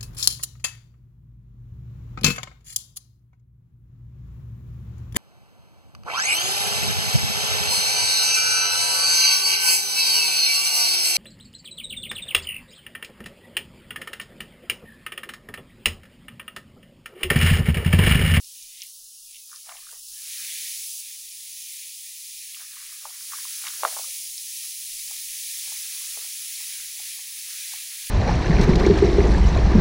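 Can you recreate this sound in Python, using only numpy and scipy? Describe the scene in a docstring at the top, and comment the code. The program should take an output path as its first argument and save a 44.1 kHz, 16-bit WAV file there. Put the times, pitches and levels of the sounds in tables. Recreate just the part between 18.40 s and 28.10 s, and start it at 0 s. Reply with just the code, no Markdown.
"""A bath bomb fizzes in a glass bowl of water: hiss and crackle of tiny bursting bubbles, over a faint room hum.
From about 1.1 s a hand dips, lifts and drops it: air pockets plop as decaying tones, noise patter gurgles.
The largest splash comes near 5.45 s; the fizz then stays strong, and a deep rumble swells from 6.5 to 7.8 s.
One mono microphone hears it all; a noise suppressor then turns down whatever stays near the room's level."""
import sys
import numpy as np
from scipy import signal
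from scipy.fft import rfft, irfft, next_fast_len
from scipy.io import wavfile
from scipy.ndimage import uniform_filter1d, minimum_filter1d, map_coordinates

SR = 44100
rng = np.random.default_rng(int(sys.argv[2]) if len(sys.argv) > 2 else 0)


def store_pcm(level_fs):
    """Save levels as 16-bit WAV."""
    pcm = np.round(np.clip(level_fs, -1, 1) * 32767).astype(np.int16)
    wavfile.write(sys.argv[1], SR, np.atleast_2d(pcm).T)


N = 427769  # samples

# the hand or a big bubble stirs the water: peak_s, deep_gurgle_db, light_gurgle_db,
# life_s (time to fall 20 dB; a negative life runs the splash backwards: slow swell, quick end)
SPLASHES = [(1.14, -71.5, -54.5, 0.06), (1.3, -54.5, -52, 0.15), (1.37, -65, -54, 0.17),
            (1.53, -60, -55, 0.12), (4.2, -59.5, -50.5, .06), (4.39, -68, -54, 0.4), (4.67, -58, -56, .14),
            (4.935, -66, -45.5, 0.12), (5.265, -65, -42.5, .07), (5.455, -40, -44, 0.11),
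            (5.53, -53, -52, 0.17), (5.6, -58, -60, 0.24), (6.24, -69, -58, .1), (6.72, -70, -60, .2),
            (7.3, -65.5, -58, 0.7), (7.55, -73.5, -58.5, 0.4), (7.79, -65, -59, 0.3),
            (8.21, -72, -59.5, 0.3), (8.45, -74.5, -57, .2), (8.85, -68, -62, 0.7),
            (9.35, -69, -58.5, -0.5), (9.64, -71.5, -59.5, .1)]


def amp(db):
    """Decibels to an amplitude factor."""
    return 10 ** (np.asarray(db) / 20)


def unit(x):
    """x scaled to rms 1."""
    return x / np.sqrt(np.mean(x ** 2) + 1e-20)


def along(points, hz):
    """Values of (frequency_hz, value) points, interpolated on a log frequency axis."""
    point_hz, value = np.transpose(points)
    return np.interp(np.log(hz + 1), np.log(point_hz + 1), value)


def curves(rows):
    """One value per sample for each column after the time."""
    time_s, *columns = np.transpose(rows)
    return [np.interp(np.arange(N) / SR, time_s, column) for column in columns]


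def wobble(rate):
    """A smooth random curve through normal draws, rate knots a second."""
    knots = rng.standard_normal(int(N * rate / SR) + 4)
    return map_coordinates(knots, [np.arange(N) * rate / SR])


def filtered(x, response):
    """x times a response of frequency, zero-padded so that the end does not wrap round."""
    size = next_fast_len(N + SR // 2)
    spectrum = rfft(x, size) * response(np.fft.rfftfreq(size, 1 / SR))
    return irfft(spectrum, size)[..., :N]


def coloured(x, spectrum):
    """x in the colour of a spectrum, rms 1."""
    return unit(filtered(x, lambda hz: amp(along(spectrum, hz))))


def bursts(rate, spread_db):
    """Random clicks of rms 1, rate a second, many small and a few large."""
    chance, size, sign = rng.random((3, N))
    height = amp(-spread_db * np.log(size + 1e-4))
    return unit((chance < rate / SR) * np.sign(sign - .5) * height)


def patchy(x, depth_db, size):
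    """Random gain in small patches of time and frequency, so that the fizz is mottled."""
    z = signal.stft(x, nperseg=size)[2]
    field = uniform_filter1d(rng.standard_normal(z.shape), size=3, axis=0)
    field = uniform_filter1d(field, size=2, axis=1)
    return signal.istft(z * amp(depth_db * unit(field)), nperseg=size)[1][:N]


def pulses(rows, glide, length):
    """Short air-pocket tones that swell to a peak at the given time and die; a negative glide lowers the pitch."""
    out, t = np.zeros(N + SR), np.arange(round(length * SR)) / SR
    for peak_s, peak_db, hz, cycles in rows:
        rise_s = .5 * np.clip(cycles, .4, 6) / hz
        u = t / rise_s  # 1 at the peak
        turn = 2 * np.pi * (hz * t * (1 + glide * (u - 2) / (1 + u)) + rng.random())
        swell = (u * np.exp(1 - u)) ** 2
        start = round((peak_s - rise_s) * SR)
        out[start:][:len(t)] += amp(peak_db) * swell * np.sin(turn)
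    return out[:N]


def bowl(x, echo_db, t60):
    """A short dense echo from the glass and the water surface; t60 in s for a fall of 60 dB."""
    t = np.arange(SR // 8) / SR
    tail = unit(rng.standard_normal(len(t)) * amp(-60 * t / t60)) / np.sqrt(len(t))  # energy 1
    return x + amp(echo_db) * signal.oaconvolve(x, tail)[:N]


def fizz():
    """Far bubbles merge into hiss, near ones stand out as crackle and ticks."""
    # fizz at the microphone, before random surges: time_s, fine_bubbles_db, coarse_bubbles_db
    fizz_levels = [(0, -42.5, -59), (.36, -42, -53.5), (.425, -43.5, -50), (.5, -43.5, -63),
                   (.8, -43.5, -73), (.94, -42.5, -53), (1.05, -42.5, -62), (1.47, -42.5, -55),
                   (1.63, -40, -68), (1.91, -34, -44), (2.14, -32, -41), (2.5, -32, -49.5),
                   (2.6, -32.5, -55.5), (2.63, -36.5, -49), (3.7, -37, -50), (4.48, -39, -51.5),
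                   (4.9, -34, -50), (5.26, -32, -47), (5.55, -31.5, -47), (5.9, -33, -49),
                   (6.5, -32.5, -47), (7.3, -31, -43.5), (7.85, -31.5, -44.5), (8.4, -34, -45.5),
                   (9.7, -34, -44)]
    # how grainy the fizz is: time_s, share_of_single_bursts (power, 0-1)
    crackle = [(0, 0), (1.5, 0.25), (2, 0.17), (2.6, 0.01), (2.7, 0.25), (5, 0.02), (6, 0.14), (9.7, 0.03)]
    # colours of the fine and the coarse bubbles: frequency_hz, relative_level_db_per_hz
    fine_colour = [(1800, -26), (2800, -8.5), (4050, -5), (4550, -3), (5200, -0.5), (6500, 0.5),
                   (8300, -2.5), (9300, 1), (10600, 3), (11900, -4.5), (12600, -6.5), (13250, -15),
                   (13900, -4), (15300, -1.5)]
    coarse_colour = [(1000, -42), (1550, -11), (1900, -3), (2400, 3.5), (2900, -0.5), (3500, 1.5),
                     (4300, 2), (6000, -17.5)]
    # loud single bubbles, without the bowl's echo: peak_s, peak_db, nominal_pitch_hz
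    tick_rows = [(0.046, -31, 5780), (.0718, -28, 9810), (.2259, -27.5, 6550), (.4088, -32, 3500),
                 (.4194, -20, 5800), (.4228, -33, 3560), (0.425, -29.5, 2980), (.4352, -21, 13370),
                 (.4405, -39, 3360), (.4677, -25, 10650), (.4992, -29, 9680), (0.9106, -26.5, 9050),
                 (0.9464, -34, 3300), (.9573, -35.5, 3140), (.9665, -36, 3040), (1.0031, -28, 13720),
                 (1.1602, -28, 5400), (1.2944, -31, 3200), (1.3232, -37, 2400), (1.3691, -32.5, 2970),
                 (1.4044, -32, 8070), (1.5151, -25.5, 9750), (1.6866, -31, 5020), (2.5359, -22.5, 10060),
                 (4.1465, -28.5, 2980), (5.2515, -27.5, 2600), (5.2689, -23, 2680), (5.2697, -23, 5060),
                 (5.2773, -27, 2120), (5.2839, -23, 3600), (5.4348, -25.5, 2580), (5.4514, -20.5, 3410),
                 (5.9802, -20, 5430), (7.1881, -19.5, 10040)]
    tick_cycles = 2.2  # nominal cycles; the rise takes half of them

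    fine_db, coarse_db = curves(fizz_levels)
    share = np.clip(curves(crackle)[0], 0, 1)

    def mix(rate):
        """Smooth hiss and single bursts in the given share."""
        hiss = np.sqrt(1 - share) * rng.standard_normal(N)
        return hiss + np.sqrt(share) * bursts(rate, spread_db=2.0)

    fine = coloured(patchy(mix(rate=5000), depth_db=1.0, size=128), fine_colour)
    coarse = coloured(patchy(mix(rate=1500), depth_db=1.5, size=256), coarse_colour)
    ticks = pulses([row + (tick_cycles,) for row in tick_rows], glide=-0.12, length=.004)
    ticks = bowl(ticks, echo_db=-2.5, t60=0.03)

    surge = wobble(6)  # shared by both sizes of bubble
    fine_gain = amp(fine_db + 0.69 * surge)
    coarse_gain = amp(coarse_db + 0.99 * surge + 0.63 * wobble(9))
    return fine_gain * fine + coarse_gain * coarse + ticks


def room():
    """Steady room noise and a deep, uneven rumble, both filtered noise."""
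    # rumble before its random unevenness: time_s, level_db
    rumble_levels = [(0, -48), (1.6, -51), (2, -53.5), (6.0, -50), (6.5, -41.5), (7.8, -41.5), (8.3, -49),
                     (9.7, -48.5)]
    # colour of the room above its lowest bass: frequency_hz, relative_level_db_per_hz
    room_colour = [(50, -5.5), (90, 5.5), (125, 0), (170, -6), (240, -2.5), (500, -8), (1000, -9),
                   (2000, -10.5), (5000, -8), (16000, -12.5)]
    rumble_colour = [(12, -36), (21, 2), (33, -9.5), (50, -20.0), (90, -51)]  # same columns

    rumble_db = curves(rumble_levels)[0] + 4 * wobble(3)
    rumble = coloured(rng.standard_normal(N), rumble_colour)
    hum = coloured(rng.standard_normal(N), [(30, -63.5)] + room_colour)
    return amp(-53.5) * hum + amp(rumble_db) * rumble


def gurgle():
    """Gains of the deep and the light gurgle: uneven welling of gas plus splashes that swell and die."""
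    # gas welling up through the water, before its unevenness: time_s, light_gurgle_db
    welling = [(0, -80.5), (1.6, -72), (1.79, -57.5), (2.06, -57), (2.5, -67.5), (4.1, -74.5), (4.2, -63),
               (5.0, -57.5), (5.4, -53), (5.8, -68.5), (6.6, -66), (7.4, -61.5), (9.7, -59.5)]
    deep_offset_db, uneven_db = -15.5, 1.66  # deep welling against light; random swelling
    rise_share = 0.44  # a splash rises 20 dB in this share of its life

    well_db, = curves(welling)
    deep_well_db = well_db + deep_offset_db + uneven_db * wobble(13)
    light_well_db = well_db + uneven_db * wobble(12)
    power = amp([deep_well_db, light_well_db]) ** 2
    for peak_s, deep_db, light_db, life_s in SPLASHES:
        u = (np.arange(N) / SR - peak_s) / life_s
        shape = amp(-20 * np.maximum(u, -u / rise_share))
        power = power + (amp([[deep_db], [light_db]]) * shape) ** 2
    return np.sqrt(power)


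def small_plops(count):
    """Each splash traps a few small pockets, at random times on the slower side of its peak."""
    over_db, spread_db = 0.5, 3.5  # peak over the light gurgle, and its spread
    middle_hz, log_spread, cycles = 1190, .12, 3.5
    z = rng.standard_normal((len(SPLASHES), count, 3))
    rows = []
    for (peak_s, _, light_db, life_s), draws in zip(SPLASHES, z):
        for late, size, pitch in draws:
            rows.append((peak_s + 0.55 * life_s * abs(late), light_db + over_db + spread_db * size,
                         middle_hz * np.exp(log_spread * pitch), cycles))
    return rows


def water():
    """Closing air pockets plop and ring briefly in the bowl, over a patter of small gurgles."""
    # pockets of air, without the bowl's echo: peak_s, peak_db, nominal_pitch_hz,
    # life_cycles (nominal; the rise takes half of them)
    plop_rows = [(1.118, -42, 1510, 2.3), (1.1304, -35.5, 1345, 2.3), (1.2898, -45, 710, 3.6),
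                 (1.2927, -32, 1200, 1.5), (1.3006, -40, 1130, 2.37), (1.306, -46, 720, 3.5),
                 (1.3243, -45, 704, 4.2), (1.3174, -37, 1160, 3.7), (1.3244, -47.5, 1220, 2),
                 (1.3567, -43.5, 720, 2.2), (1.4694, -40.5, 1350, 3), (1.4914, -40.5, 1553, 4.5),
                 (1.529, -41.5, 960, 1.5), (1.5334, -46.5, 500, 1.63), (4.1692, -41.5, 1300, 2),
                 (4.2183, -39, 1000, 1.2), (4.3695, -42, 1217, 2.8), (4.4267, -48, 1240, 3.2),
                 (4.5262, -46, 1206, 3.4), (4.6547, -27, 1040, 2.56), (4.6579, -32, 920, 1.56),
                 (4.7071, -44.5, 1120, 2.3), (4.922, -35, 1230, 3.4), (4.9351, -28, 1190, 3.3),
                 (4.9393, -31, 1250, 2.5), (5.0536, -36, 1113, 3), (5.2396, -34, 1430, 2.8),
                 (5.2431, -43, 807, 2.7), (5.2551, -37, 1230, 2.1), (5.2693, -36, 1080, 2.8),
                 (5.2772, -31, 1260, 2), (5.2885, -39, 1220, 1.6), (5.3037, -41, 1300, 1.8),
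                 (5.4348, -12, 1030, 1.6), (5.4385, -26, 660, 3.7), (5.4451, -28.5, 624, 2.1),
                 (5.4511, -6.5, 1190, 1.86), (5.4544, -21, 700, 2.23), (5.4608, -22, 1070, 1.2),
                 (5.4655, -30, 650, 2.3), (5.4718, -30, 683, 1.9), (5.4824, -37.5, 700, 2.2),
                 (5.5671, -27, 900, 1.61), (5.5714, -26.5, 1015, 1.55), (5.5774, -35, 940, 1.3),
                 (5.5896, -31, 1045, 1.75), (5.5963, -31, 760, 1.47), (5.6433, -40, 1200, 3.3),
                 (5.6491, -44, 1040, 1), (5.6832, -42.5, 630, 2.1), (6.7128, -37.5, 905, 1.57),
                 (7.2779, -45, 800, 2.8), (7.3216, -36.5, 894, 1.7), (7.7741, -33, 800, 1.1),
                 (7.785, -44, 450, 2.2), (7.8468, -40, 700, 0.97), (8.2085, -42.5, 856, 1.5),
                 (8.6012, -37, 897, 1.1), (8.7917, -41, 950, 1.9), (9.3382, -35, 932, 2.2)]
    # colours of the deep and the light gurgle: frequency_hz, relative_level_db_per_hz
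    deep_colour = [(250, -33), (480, -8.5), (700, 2), (950, -1.5), (1400, -13.5), (3000, -43)]
    light_colour = [(500, -30.5), (900, -10.5), (1250, -4), (1750, 0), (2200, -2.5), (4000, -32),
                    (8000, -46.5)]

    def patter(colour):
        """Single clicks over smooth noise, rms 1."""
        return coloured(bursts(rate=250, spread_db=2.5) + 1.1 * rng.standard_normal(N), colour)

    deep_gain, light_gain = gurgle()
    plops = pulses(plop_rows + small_plops(count=3), glide=-0.08, length=.015)
    plops = bowl(plops, echo_db=-11.0, t60=.06)
    return plops + deep_gain * patter(deep_colour) + light_gain * patter(light_colour)


def scene():
    """Fizz, room and water together, the same on both sides."""
    return np.tile(fizz() + room() + water(), (2, 1))


def suppress(x, depth_db, knee_db):
    """Each band opens when its short-time level passes the threshold, stays open a moment and shuts smoothly."""
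    # level at which a band is half shut (in dB of gain): frequency_hz, threshold_db_per_hz
    thresholds = [(20, -36), (120, -41), (250, -50.5), (400, -86), (800, -88), (1250, -93), (1520, -89),
                  (1780, -93), (2200, -89), (2800, -94), (16000, -92.5)]
    hz, _, z = signal.stft(x, SR, nperseg=1024, noverlap=512, scaling="psd")
    level = uniform_filter1d(2 * np.abs(z) ** 2, size=5, axis=0)
    level = uniform_filter1d(level, size=5, axis=1)
    over_db = 10 * np.log10(np.abs(level) + 1e-20) - along(thresholds, hz)[:, None]
    shut = 1 / (1 + np.exp(np.clip(over_db / knee_db, -30, 30)))  # 0 open, 1 shut
    shut = minimum_filter1d(shut, size=3, axis=1)  # hold open
    shut = uniform_filter1d(uniform_filter1d(shut, size=3, axis=0), size=3, axis=1)
    quiet = z * amp(-depth_db * shut)
    return signal.istft(quiet, SR, nperseg=1024, noverlap=512, scaling="psd")[1][:N]


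def record(dry):
    """One suppressed microphone channel on both sides, nothing above the band limit."""
    top_hz = 15830
    mono = suppress(dry[0], depth_db=23, knee_db=2.5)
    return np.tile(filtered(mono, lambda hz: hz < top_hz), (2, 1))


dry = scene()
out = record(dry)
store_pcm(out)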